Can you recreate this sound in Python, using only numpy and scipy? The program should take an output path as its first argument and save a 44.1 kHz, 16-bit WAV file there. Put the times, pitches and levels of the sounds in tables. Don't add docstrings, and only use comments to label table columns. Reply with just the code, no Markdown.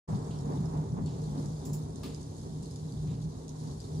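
import sys
import numpy as np
from scipy import signal
from scipy.fft import rfft, irfft, next_fast_len
from scipy.io import wavfile
from scipy.ndimage import uniform_filter1d, map_coordinates

SR = 44100
rng = np.random.default_rng(int(sys.argv[2]) if len(sys.argv) > 2 else 0)


def output_pcm(signal):
    pcm = np.clip(np.atleast_2d(signal).T, -1, 1) * 32767
    wavfile.write(sys.argv[1], SR, np.round(pcm).astype(np.int16))


N = 176400
TIME_S = np.arange(N) / SR
LEAD_S = 0.000429


# time_s, level_db
RUMBLE_LEVEL = [(0.1, -46), (0.52, -41.5), (2.82, -46.5), (3.06, -40.5), (3.55, -48.5), (3.98, -41.5)]
BOOM_LEVEL = [(0.09, -36), (0.14, -27.5), (0.22, -40), (0.42, -36.5), (0.5, -34.5), (0.55, -37),
              (0.61, -29), (0.73, -38), (0.795, -28), (0.865, -45.5), (0.93, -30), (0.985, -39.5),
              (1.04, -29.5), (1.13, -40.5), (1.2, -36), (1.53, -36), (1.64, -46.5), (1.72, -32.5),
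              (1.88, -41), (2.0, -46), (2.12, -42.4), (2.42, -47.5), (2.55, -38), (2.76, -45),
              (2.86, -36.5), (2.9, -42), (3.09, -32), (3.185, -39.5), (3.265, -32.5), (3.33, -50),
              (3.68, -37.5), (3.85, -50.5), (3.96, -34.5)]
# centre_hz, width_hz, gain_db
RUMBLE_MODES = [(50.8, 7.2, 0.5), (83, 12.8, 3), (89.3, 8.3, 5.2), (116.5, 10.8, 5.4)]
BOOM_MODES = [(152.7, 5.75, 0)]

def thunder_boom():
    rumble = amp(curve(RUMBLE_LEVEL)) * resonate(RUMBLE_MODES, even_s=0.19)
    boom = amp(curve(BOOM_LEVEL)) * resonate(BOOM_MODES, even_s=0.0302)
    return rumble + boom


def resonate(modes, even_s):
    def response(hz):
        ring = sum((-1) ** k * amp(db) * 1j * hz * width / (centre ** 2 - hz ** 2 + 1j * hz * width)
                   for k, (centre, width, db) in enumerate(modes))
        low_hz, high_hz = 0.7 * modes[0][0], 1.2 * modes[-1][0]
        return ring / np.sqrt((1 + (hz / high_hz) ** 6) * (1 + (low_hz / (hz + 1)) ** 4))
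    ringing = unit(filtered(thunder_noise(), response))
    power = np.abs(uniform_filter1d(np.mean(ringing ** 2, axis=0), int(even_s * SR) + 1))
    return unit(ringing / np.sqrt(power + 0.02))


# time_s, relative_db
ROLL_LEVEL = [(0.1, -44), (1.8, -43.5), (2.3, -46.5), (3.0, -47), (3.8, -47.5)]
EDGE_LEVEL = [(0.1, -53.5), (0.7, -54), (1.2, -57), (1.8, -56.5), (2.3, -61.5), (3.0, -61), (3.8, -60)]
# freq_hz, density_db
ROLL_SPECTRUM = [(120, -32), (190, -3.5), (213, 0), (232, -6.5), (260, 1), (310, -8), (345, -9), (395, -4),
                 (425, -10), (452, -5.5), (490, -14.5), (750, -25.5), (1400, -64), (4000, -120)]
EDGE_SPECTRUM = [(250, -11.5), (520, -4.5), (780, 0.5), (1030, -3), (1300, -13.5), (1900, -22),
                 (3000, -34.5), (6000, -45), (9000, -120)]
# centre_s, roll_lift_db, edge_lift_db, half_width_s
SURGES = [(0.082, 3.5, 7.5, 0.092), (0.495, 5.5, 3, 0.05), (0.77, 4, 6, 0.045), (0.983, 6, 6.5, 0.031),
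          (1.37, 5.5, 4.5, 0.04), (3.93, 4, 0.5, 0.1)]

def thunder_roll():
    roll_db, edge_db = curve(ROLL_LEVEL), curve(EDGE_LEVEL) + 3
    for centre_s, roll_lift_db, edge_lift_db, half_width_s in SURGES:
        swell = np.exp(-((TIME_S - centre_s) / half_width_s) ** 2)
        roll_db += roll_lift_db * swell
        edge_db += edge_lift_db * swell
    lumps = amp(1.1 * wobble(13) + 0.86 * wobble(70))
    roll = amp(roll_db) * coloured(thunder_noise() * lumps, ROLL_SPECTRUM)
    edge = amp(edge_db) * coloured(thunder_noise() * lumps, EDGE_SPECTRUM)
    return roll + edge


# freq_hz, coherence
THUNDER_COHERENCE = [(150, 1), (260, 0.77), (500, 0.69), (1200, 0.36), (2500, 0)]

def thunder_noise():
    def mid_side_gains(hz):
        angle = np.arccos(along(THUNDER_COHERENCE, hz)) / 2
        return np.array([np.cos(angle), np.sin(angle)])
    mid, side = filtered(rng.standard_normal((2, N)), mid_side_gains)
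    return np.array([mid + side, mid - side])


# start_s, relative_db, pitch_hz, left_minus_right_db
FRAME_DROPS = [(0.3876, -40.5, 5430, 1), (0.6574, -42, 5250, -1), (1.0605, -37.5, 4450, 4),
               (1.4584, -38.5, 6700, -3), (1.9583, -39.5, 6440, 0), (2.034, -42, 4400, -4),
               (2.146, -37, 4960, -4), (2.2134, -44.5, 6250, -6), (2.6283, -42, 8900, -6),
               (2.6564, -42, 4350, 1), (2.7103, -38.5, 5070, 0), (2.7594, -37, 6760, 4),
               (2.9227, -41.5, 4660, -1), (3.24, -49, 6220, -5), (3.481, -37, 6680, -2),
               (3.492, -38.5, 6100, -4), (3.8025, -42, 4830, 7)]
# freq_hz, density_db
CRACK_SPECTRUM = [(1000, -39), (2800, 1), (4200, 6.5), (7000, 12), (11000, 1.5), (13000, -27), (16000, -50)]

def frame_drops(gain_db=-3.5, rise_s=0.0004, ring_t60_s=0.017, crack_t60_s=0.0093):
    out = np.zeros((2, N + SR))
    t = np.arange(SR // 10) / SR
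    cracks = coloured(impacts(per_s=32000, spread_db=6), CRACK_SPECTRUM)
    rise = 1 - np.exp(-t / rise_s)
    for start_s, level_db, pitch_hz, pan_db in FRAME_DROPS:
        at = slice(round(start_s * SR), round(start_s * SR) + len(t))
        ring = 0.68 * np.sin(2 * np.pi * pitch_hz * t) * decay(t, ring_t60_s)
        crack = cracks[:, at] * decay(t, crack_t60_s)
        out[:, at] += amp(level_db + gain_db) * pan(pan_db) * rise * (ring + crack)
    return room(out[:, :N], wet_db=-1.5)


# start_s, relative_db, t60_s, slap_share, low_hz, high_hz
SILL_DRIPS = [(.305, -50.5, 0.49, 0.8, 2880, 3880), (1.063, -53, 0.88, 0.47, 2630, 6000),
              (1.651, -47, 0.22, 0.03, 2000, 14000), (1.731, -44, 0.18, 0, 2000, 18000),
              (2.032, -47, 0.5, 0.97, 600, 18000), (3.07, -58, 0.72, .98, 1500, 4250)]
# freq_hz, density_db
SPRAY_SPECTRUM = [(3000, -17.5), (4000, -21), (5200, -3), (6200, -8), (7100, 4.5), (8000, -4), (9000, -15),
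                  (10600, -7.5), (11300, -3), (12300, -28), (15000, -2), (16000, -18)]
SLAP_SPECTRUM = [(600, -12), (1200, 2), (1450, -9), (2300, -1.5), (4500, 2.5), (5600, -5.5), (12000, -9.5),
                 (15000, -6.5)]
# pitch_hz, gain_db
SILL_MODES = [(1195, -6.5), (1696, -14), (4312, -7), (4947, -7.5)]

def sill_splashes(grains_per_s=6300, rise_s=0.0015, treble_hz=11100, treble_t60_s=0.2, sill_t60_s=0.23):
    out = np.zeros((2, N))
    spray = coloured(impacts(grains_per_s, spread_db=2), SPRAY_SPECTRUM)
    slap = coloured(impacts(grains_per_s, spread_db=3.5), SLAP_SPECTRUM)
    for start_s, level_db, t60_s, slap_share, low_hz, high_hz in SILL_DRIPS:
        t = np.maximum(TIME_S - start_s, 0)
        shower = np.sqrt(slap_share) * slap + np.sqrt(1 - slap_share) * spray
        body = filtered(shower, lambda hz: 1 / (1 + (hz / treble_hz) ** 20))
        splash = body * decay(t, t60_s) + (shower - body) * decay(t, treble_t60_s)
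        ring = sum(amp(db) * np.sin(2 * np.pi * hz * t) for hz, db in SILL_MODES) * decay(t, sill_t60_s)
        rise = 1 - np.exp(-t / rise_s)
        band = lambda hz: 1 / np.sqrt((1 + (hz / high_hz) ** 10) * (1 + (low_hz / (hz + 1)) ** 10))
        out += amp(level_db) * filtered(rise * (splash + slap_share * ring), band)
    return out


# time_s, relative_db
RAIN_LEVEL = [(0.1, -62.5), (0.62, -63), (1.0, -66), (1.2, -63), (1.5, -61), (1.87, -64.5), (2.25, -63),
              (2.85, -62.5), (3.4, -65.5), (3.62, -61.5), (3.95, -61)]
# freq_hz, density_db
RAIN_SPECTRUM = [(500, -3), (1800, -11), (2500, -13), (3100, -6.5), (3800, -1), (5700, -1), (6800, 0.5),
                 (7800, -3), (9700, -5), (11500, -11), (12500, -25), (14000, -49)]

def rain():
    hiss = amp(-1.5) * coloured(impacts(per_s=12000, spread_db=1), RAIN_SPECTRUM)
    near = amp(-1) * coloured(patter(), RAIN_SPECTRUM)
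    level_db = curve(RAIN_LEVEL) + 2.5 + 0.72 * wobble(14)
    return amp(level_db) * (hiss + near)


def patter(count=4000, per_s=600, centre_hz=5860, spread_octaves=0.5, spread_db=3.5, t60_s=0.01):
    gap, size = rng.exponential(size=(2, count, 1))
    detune, side = rng.standard_normal((2, count, 1))
    t = np.arange(SR // 60) / SR
    pitch_hz = np.clip(centre_hz * 2 ** (spread_octaves * detune), 1000, 15650)
    ticks = np.sin(2 * np.pi * pitch_hz * t) + rng.standard_normal((count, len(t)))
    ticks *= amp(spread_db * np.minimum(size, 4)) * decay(t, t60_s)
    start_s = np.cumsum(gap, axis=0) / per_s
    channels = []
    for offset in (side, -side):
        arrival_s = np.abs(start_s + offset * LEAD_S / 2)
        at = (arrival_s * SR).astype(int) + np.arange(len(t))
        panned = ticks * amp(2 * offset)
        channels.append(np.bincount(at.ravel(), panned.ravel(), N)[:N])
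    return room(np.array(channels), wet_db=1.5)


def impacts(per_s, spread_db, coherence=0.34):
    hits = (rng.random((3, N)) < per_s / SR) * rng.choice([-1, 1], (3, N))
    hits = hits * amp(spread_db * np.minimum(rng.exponential(size=(3, N)), 4))
    return np.sqrt(1 - coherence) * hits[:2] + np.sqrt(coherence) * hits[2]


def room(x, wet_db, t60_s=0.14):
    t = np.arange(SR // 3) / SR
    tail = rng.standard_normal((2, len(t))) * decay(t, t60_s)
    tail /= np.linalg.norm(tail[0])
    return x + amp(wet_db) * signal.fftconvolve(x, tail, axes=1)[:, :N]


def amp(db):
    return 10 ** (np.asarray(db) / 20)


def decay(t, t60_s):
    return amp(-60 * t / t60_s)


def pan(left_minus_right_db):
    return amp(left_minus_right_db * np.array([[0.5], [-0.5]]))


def unit(x):
    return x / np.sqrt(np.mean(x ** 2) + 1e-20)


def along(points, hz):
    freq_hz, values = np.transpose(points)
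    return np.interp(np.log(hz + 1), np.log(freq_hz + 1), values)


def curve(rows):
    return np.interp(TIME_S, *np.transpose(rows))


def wobble(knots_per_s):
    knots = rng.standard_normal(int(N * knots_per_s / SR) + 4)
    return map_coordinates(knots, [TIME_S * knots_per_s])


def filtered(x, response):
    size = next_fast_len(N + SR // 2)
    hz = np.fft.rfftfreq(size, 1 / SR)
    return irfft(rfft(x, size) * response(hz), size)[..., :N]


def coloured(x, spectrum):
    return unit(filtered(x, lambda hz: amp(along(spectrum, hz))))


def right_lead(hz, corner_hz=150):
    lead_s = LEAD_S * hz ** 2 / (hz ** 2 + corner_hz ** 2)
    return np.exp(1j * np.pi * hz * lead_s * np.array([[-1], [1]]))


def scene():
    weather = thunder_boom() + thunder_roll() * pan(-1.2) + rain() * pan(-1) + frame_drops()
    return filtered(weather, right_lead) + sill_splashes()


def record(dry):
    start_s, fade_s, cutoff_hz = 0.076, 0.015, 15650
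    fade = np.clip((TIME_S - start_s) / fade_s, 0, 1)
    return filtered(dry * fade, lambda hz: 1 / (1 + (hz / cutoff_hz) ** 150))


dry = scene()
out = record(dry)
output_pcm(out)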